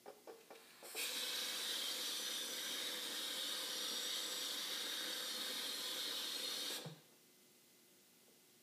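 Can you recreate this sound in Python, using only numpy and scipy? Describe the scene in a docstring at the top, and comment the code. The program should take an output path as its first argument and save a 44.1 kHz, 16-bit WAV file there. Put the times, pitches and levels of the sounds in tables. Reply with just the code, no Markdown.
"""A few dull knocks as a bathtub tap is eased open; water seeps, spits and settles into a thin stream.
The valve's hiss is coloured by narrow resonances of spout and room, and pitches in it swell and fade
as the microphone moves, while drops drum softly on the tub wall.
The tap shuts with a thump of the pipe, leaving the faint electric hum of a small hard-walled bathroom."""
import sys
import numpy as np
from scipy import signal
from scipy.fft import rfft, irfft, next_fast_len
from scipy.io import wavfile
from scipy.ndimage import map_coordinates

SR = 44100
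rng = np.random.default_rng(int(sys.argv[2]) if len(sys.argv) > 2 else 0)


def transcribe(signal):
    """Save signal, clipped to [-1, 1], as a 16-bit WAV file at the path in sys.argv[1]."""
    frames = np.atleast_2d(signal).T
    limited = np.clip(frames, -1, 1)
    pcm = np.round(limited * 32767).astype(np.int16)
    wavfile.write(sys.argv[1], SR, pcm)


N = 380482
TIME = np.arange(N) / SR
OPEN_S, OPENING_S, SHUT_S, SHUTTING_S = 0.95, 0.049, 6.8, 0.038
SETTLE_S, SETTLING_S = 1.9, 0.51  # the flow steadies
LEAN_S, LEANING_S = 1.94, 0.53  # the microphone leans in over the rim: more drumming, less fine spray


def from_db(db):
    """Decibels to gain."""
    return 10 ** (np.asarray(db) / 20)


def rms_one(x):
    """Scale to unit rms."""
    return x / np.sqrt(np.mean(x ** 2) + 1e-20)


def at_hz(points, hz):
    """Read a table on a log-frequency axis."""
    knots, values = np.transpose(points)
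    return np.interp(np.log(hz + 1e-9), np.log(knots), values)


def ramp(start, length):
    """An envelope that rises from 0 to 1 and holds."""
    return np.clip((TIME - start) / length, 0, 1)


def burst(start, rise_s, decay_s):
    """An envelope with a fast attack and an exponential decay."""
    return ramp(start, rise_s) * np.exp(-np.maximum(TIME - start, 0) / decay_s)


def swell(start, length, fade_s):
    """An envelope that fades in, holds and fades out."""
    return ramp(start - fade_s / 2, fade_s) - ramp(start + length - fade_s / 2, fade_s)


def drift(rate_hz):
    """Smooth random modulation with unit rms."""
    hop, warm_up = 40, 2000
    r = np.exp(-2 * np.pi * rate_hz * hop / SR)
    noise = rng.standard_normal(N // hop + warm_up + 2)
    slow = signal.lfilter([1], [1, -2 * r, r * r], noise)[warm_up:]
    return np.interp(np.arange(N) / hop, np.arange(len(slow)), rms_one(slow))


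def turbulence(colour):
    """Unit-rms noise of a given colour, rolling off beyond its ends."""
    size = next_fast_len(N)
    hz = np.arange(size // 2 + 1) * SR / size
    skirts = np.minimum(hz / colour[0][0], 1) ** 2 / np.maximum(hz / colour[-1][0], 1) ** 2
    spectrum = rfft(rng.standard_normal(size)) * from_db(at_hz(colour, hz)) * skirts
    return rms_one(irfft(spectrum, size)[:N])


def resonate(x, hz, width_hz):
    """A band-pass resonance with unity gain at its peak."""
    r, w = np.exp(-np.pi * width_hz / SR), 2 * np.pi * hz / SR
    return signal.lfilter(np.array([1, 0, -1]) * (1 - r * r) / 2, [1, -2 * r * np.cos(w), r * r], x)


def whistle(hz, width_hz):
    """Noise twice through a resonance: a breathy tone with steep flanks."""
    return resonate(resonate(rng.standard_normal(N), hz, 2 * width_hz), hz, 2 * width_hz)


def ring(clicks, hz, t60):
    """A struck mode: each click starts a decaying sine of its own height."""
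    r, w = from_db(-60 / (t60 * SR)), 2 * np.pi * hz / SR
    return signal.lfilter([0, np.sin(w)], [1, -2 * r * np.cos(w), r * r], clicks + 1e-18)


def wander(x, depth_db, patch_s, patch_hz, size=1024):
    """Shifting colour: narrow bands swell and sink, each on its own."""
    hz, s, bands = signal.stft(x, SR, nperseg=size)
    field = rng.standard_normal(bands.shape)
    for axis, span in enumerate((patch_hz / hz[1], patch_s / s[1])):
        field = signal.lfilter([1], [1, -np.exp(-1 / span)], field, axis=axis)
    return signal.istft(bands * from_db(depth_db * rms_one(field)), SR, nperseg=size)[1][:N]


def room_tone(air_db):
    """A bed of still air and a wavering hum on multiples of the mains frequency."""
    # mains harmonics: (frequency [Hz], level [dB])
    harmonics = [(240, -83), (360, -80), (1440, -94.5), (1800, -99), (2040, -86.5), (2160, -100.5)]
    # colour of the air: (frequency [Hz], relative level [dB])
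    air_colour = [(30, -19), (60, -5), (90, -9), (120, -4.5), (200, 1.5), (330, -1), (520, -5), (750, -9.5),
                  (1100, -12.5), (1900, -12.5), (2900, -8.5), (4500, -8.5), (12000, -11), (15300, -11.5)]
    hum = sum(from_db(db + drift(2.2)) * np.sqrt(2) * np.sin(2 * np.pi * (hz * TIME + rng.random()))
              for hz, db in harmonics)
    return from_db(air_db) * turbulence(air_colour) + hum


def knocks(scatter_db, scuff_db, rebound_s=.02, rebound_loss_db=12, contact_s=0.0071, pivot_hz=600):
    """Each knock and its two rebounds scuff, and hit every mode with a strength and lag of their own."""
    # knocks on tap and tub: (time [s], level [dB], first rebound vs knock [dB], brightness [dB/octave])
    hits = [(.057, -50.5, 1.5, -0.5), (.272, -48, -3, -2), (.503, -48, -18.5, 0.5), (.826, -51, -2.5, -2),
            (.946, -48, -20, -2), (6.699, -53, -18, -10), (6.778, -53, -20, 1), (6.848, -50.5, -16, 3),
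            (7.117, -66, -20, 0), (8.272, -69, -20, -11)]
    # ring of tap and tub: (frequency [Hz], gain [dB], t60 [s])
    modes = [(342, -11, 0.16), (420, -6.5, 0.19), (455, -8.5, 0.36), (490, -7.5, 0.18), (554, -6.5, 0.16),
             (638, -7, 0.083), (740, -9, 0.11), (774, -3.5, 0.091), (850, -5.5, .06), (1006, -16, 0.099),
             (1136, -11, 0.088), (1235, -18, 0.065), (1465, -18, 0.096), (1820, -19, 0.076),
             (2340, -17, 0.064)]
    # colour of the contact noise: (frequency [Hz], relative level [dB])
    scuff_colour = [(280, -8.5), (450, 1.5), (850, -15), (1400, -12.5), (2200, -23), (4500, -28),
                    (5300, -19), (6500, -42)]
    blows = [(s, db, tilt) for s, db, _, tilt in hits]
    rebounds = [(s + (k + 1) * rebound_s, db + rebound_db - k * rebound_loss_db, tilt)
                for s, db, rebound_db, tilt in hits for k in range(2)]
    s, db, tilt = np.transpose(blows + rebounds)
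    out = np.zeros(N)
    for k, (hz, mode_db, t60) in enumerate(modes):
        clicks = np.zeros(N)
        onsets = np.round((s + rng.random(len(s)) * contact_s) * SR).astype(int)
        strike_db = db + mode_db + tilt * np.log2(hz / pivot_hz)
        clicks[onsets] = from_db(strike_db + scatter_db * rng.standard_normal(len(s)))
        out += (-1) ** k * ring(clicks, hz, t60)
    contact = sum(from_db(level) * burst(start, 0.0033, 0.024) for start, level in zip(s, db))
    out += from_db(scuff_db) * contact * turbulence(scuff_colour)
    return signal.sosfilt(signal.butter(2, 220, "high", fs=SR, output="sos"), out)


def narrow_valve():
    """Seep and a thin jet step with each nudge and fade as the flow settles; half open, the valve spurts."""
    # colours of the seep and of the thin jet: (frequency [Hz], relative level [dB])
    seep_colour = [(410, -19), (700, -4.5), (1030, -4.5), (1710, -3.5), (2030, -9), (2370, -3), (2860, -8),
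                   (4350, -3), (5550, -27), (6500, -26), (8450, -49), (14300, -120)]
    jet_colour = [(4000, -17), (5300, 1), (6600, -18), (7150, -1), (9000, 4.5), (9600, -3), (10200, -1),
                  (11000, -4), (11600, 0.5), (12800, -3), (13700, -10), (15300, -3.5)]
    # each nudge opens the valve a step: (time [s], seep [dB], jet [dB])
    nudges = [(.27, -75, -95), (.525, -66, -72.5), (.83, -59.5, -55), (.96, -58, -72)]
    # spurts on opening and closing: (time [s], length [s], seep [dB], jet [dB], squeal [Hz], squeal [dB])
    spurts = [(0.97, .085, -65.5, -47, 2470, -46.5), (6.69, .09, -54, -53, 7900, -56)]
    seep, jet = turbulence(seep_colour), turbulence(jet_colour)
    out = 0
    for s, seep_db, jet_db in nudges:
        crossfade = ramp(s, .025)
        out = (1 - crossfade) * out + crossfade * (from_db(seep_db) * seep + from_db(jet_db) * jet)
    out = out * (1 - ramp(SETTLE_S, SETTLING_S))
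    for s, length, seep_db, jet_db, hz, squeal_db in spurts:
        squeal = rms_one(whistle(hz, width_hz=0.09 * hz))
        spurt = from_db(seep_db) * seep + from_db(jet_db) * jet + from_db(squeal_db) * squeal
        out = out + swell(s, length, fade_s=0.031) * spurt
    return out


def spits(decay_s):
    """Short bursts of hiss as the barely open valve lets a little water through."""
    # spits of water: (time [s], level [dB])
    cues = [(.405, -60), (.551, -55), (.703, -59)]
    # their colour: (frequency [Hz], relative level [dB])
    colour = [(2200, -3), (2650, 4), (3100, -5), (4400, -6), (5200, -8)]
    return sum(from_db(db) * burst(s, .003, decay_s) for s, db in cues) * turbulence(colour)


def open_valve(rush_db=-5, ringing_db=-2.84, spray_db=-51, spray_lean_db=-1.76):
    """Full flow: a fluttering rush, the ring of spout and room, fine spray and passing pitches."""
    # hiss of the open tap, riding rush and ringing together: (time [s], level [dB])
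    flow = [(1.1, -47), (1.63, -46), (2.25, -47.5), (2.27, -44.5), (2.42, -47.5), (2.69, -45.5),
            (6.7, -45.5)]
    # colours of the broad rush and of the spray: (frequency [Hz], relative level [dB])
    rush_colour = [(600, -25), (800, -12), (960, -17), (1020, -3), (1550, 2.5), (2250, 0), (2700, -3.5),
                   (3100, 5.5), (4800, 0.5), (5800, 0.5), (6150, -19), (7500, -16)]
    spray_colour = [(4500, -4), (6000, -0.5), (6400, 0.5), (7300, 0.5), (7800, 3), (9000, 1), (10500, -0.5),
                    (12300, -0.5), (13700, -5.5), (15300, -9)]
    hiss_db = np.interp(TIME, *np.transpose(flow))
    opening = ramp(OPEN_S, OPENING_S) - ramp(SHUT_S - SHUTTING_S, SHUTTING_S)
    rush = from_db(hiss_db + rush_db) * turbulence(rush_colour) * from_db(.5 * drift(48))
    ringing = from_db(hiss_db + ringing_db) * resonant_hiss(waver_db=2.0)
    spray = from_db(spray_db + spray_lean_db * ramp(LEAN_S, LEANING_S)) * turbulence(spray_colour)
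    return opening * (rush + ringing + spray + passing_pitches()) * from_db(0.38 * drift(9.9))


def resonant_hiss(waver_db):
    """Narrow resonances of spout and room colour the hiss, each with a wavering strength."""
    # resonances of spout and room: (frequency [Hz], width [Hz], relative gain [dB])
    resonances = [(1009, 20, -12), (1226, 34, -10), (1560, 38, -9.5), (1640, 42, -17.5), (1840, 27, -11),
                  (2170, 150, -14.5), (2300, 26, -20), (2948, 65, -8.5), (3202, 56, -0.5), (3430, 230, -19),
                  (3403, 33, -4.5), (3494, 37, 1), (3663, 100, -3), (3637, 14, 1.5), (3740, 93, -2.5),
                  (3788, 58, -4), (4080, 200, -11), (4234, 67, -2.5), (4260, 69, -18.5), (4560, 56, -7),
                  (4745, 180, -11), (5260, 84, -21), (5500, 58, -15), (5840, 35, -6)]
    return rms_one(sum(whistle(hz, width_hz) * from_db(db + waver_db * drift(25))
                       for hz, width_hz, db in resonances))


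def passing_pitches(width_share=.017):
    """Overtones ring until the flow settles; then narrow pitches swell and fade as the microphone moves."""
    # overtones of the unsettled flow: (frequency [Hz], level [dB])
    overtones = [(2580, -61.5), (3280, -58), (3920, -51.5), (4570, -56.5), (5170, -61)]
    # narrow pitches in the hiss: (time [s], length [s], frequency [Hz], level [dB])
    pitches = [(1.998, 0.77, 5945, -56), (3.55, 1.7, 4615, -56), (3.645, 0.87, 5680, -55.5),
               (3.898, 0.64, 7750, -59), (2.65, 3.93, 3765, -51.5), (5.6, 1.25, 4200, -55.5)]
    early = sum(from_db(db) * rms_one(whistle(hz, width_share * hz)) for hz, db in overtones)
    later = sum(from_db(db) * rms_one(whistle(hz, width_share * hz)) * swell(s, length, fade_s=0.15)
                for s, length, hz, db in pitches)
    return early * (1 - ramp(SETTLE_S, SETTLING_S)) + later


def drumming(drops_per_s, size_spread_db, fall_s, level_db=-59.5, lean_db=1):
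    """The stream breaks into drops that drum on the tub wall, falling on briefly after the tap shuts."""
    # tub wall resonances: (frequency [Hz], width [Hz], relative gain [dB])
    resonances = [(160, 7.3, -36), (219.6, 6, 5), (250, 6.4, 4.5), (290.3, 7.4, 3.5), (317.7, 27, 5.5),
                  (383, 40, 1.5), (480, 46, 6.5), (504, 8.3, 7.5), (585, 22, -21), (660, 5.5, -20),
                  (710, 26, -11), (767, 35, -5.5), (858, 17, -1), (911, 26, -2.5)]
    sizes = from_db(size_spread_db * np.minimum(rng.exponential(1, N), 4)) * rng.choice([-1, 1], N)
    drops = sizes * (rng.random(N) < drops_per_s / SR)
    drops = drops * (ramp(OPEN_S, OPENING_S) - ramp(SHUT_S, fall_s))
    wall = sum(from_db(db) * resonate(drops + 1e-18, hz, width_hz) for hz, width_hz, db in resonances)
    wall = signal.sosfilt(signal.butter(2, [150, 1200], "band", fs=SR, output="sos"), wall)
    return from_db(level_db + lean_db * ramp(LEAN_S, LEANING_S)) * rms_one(wall)


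def water_hammer(at_s, push_s):
    """The halted water column gives the pipe one soft shove; the wall radiates no deep bass."""
    # pipe modes: (frequency [Hz], level [dB], t60 [s])
    modes = [(127, -58, 0.18), (144, -46, 0.32), (160.2, -43.5, 0.33), (188, -54, 0.14)]
    push = np.maximum(1 - np.abs(TIME - at_s) / push_s, 0)
    thump = sum(from_db(db) * ring(push / push.sum(), hz, t60) for hz, db, t60 in modes)
    return signal.sosfilt(signal.butter(6, [116, 300], "band", fs=SR, output="sos"), thump)


def bathroom(x, wet_db, sway_ms=0.396, predelay_s=.004):
    """Dense reflections die band by band and slide against the direct sound as the microphone sways."""
    # reverb time: (frequency [Hz], t60 [s])
    decay = [(150, 0.3), (500, 1), (3500, 0.66), (8000, 0.48), (15000, 0.16)]
    t = TIME[:SR // 2]
    edges = np.geomspace(90, 16000, 9)
    tail = 0
    for low, high in zip(edges, edges[1:]):
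        band_pass = signal.butter(2, [low, high], "band", fs=SR, output="sos")
        band = signal.sosfilt(band_pass, rng.standard_normal(len(t)))
        band = band * from_db(-60 * t / at_hz(decay, np.sqrt(low * high))) * (t > predelay_s)
        tail = tail + band * np.sqrt(2 * (high - low) / SR / np.sum(band ** 2))  # equal energy per Hz
    heard_at = (TIME - sway_ms / 1000 * drift(.3)) * SR
    echoes = map_coordinates(signal.fftconvolve(x, tail), [heard_at], order=3)
    wet = from_db(wet_db)
    return (x + wet * echoes) / np.sqrt(1 + wet ** 2)


def scene():
    """Water, tub and knocks, each with its own reverb send, over room tone; alike in both ears."""
    hiss = wander(open_valve() + narrow_valve(), depth_db=2.5, patch_s=0.12, patch_hz=67)
    water = bathroom(hiss + spits(decay_s=0.012), wet_db=-4.5)
    drops = drumming(drops_per_s=1100, size_spread_db=3.0, fall_s=0.2)
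    tub = bathroom(drops + water_hammer(at_s=6.85, push_s=0.0016), wet_db=-10.5)
    tap = bathroom(knocks(scatter_db=2.0, scuff_db=-6.0), wet_db=-8.0)
    return np.tile(water + tub + tap + room_tone(air_db=-68), (2, 1))


def record(dry):
    """A small microphone drops the bass; the top is cut steeply."""
    thin = signal.sosfilt(signal.butter(2, 115, "high", fs=SR, output="sos"), dry)
    return signal.sosfilt(signal.ellip(12, .1, 70, 15385, fs=SR, output="sos"), thin)


dry = scene()
out = record(dry)
transcribe(out)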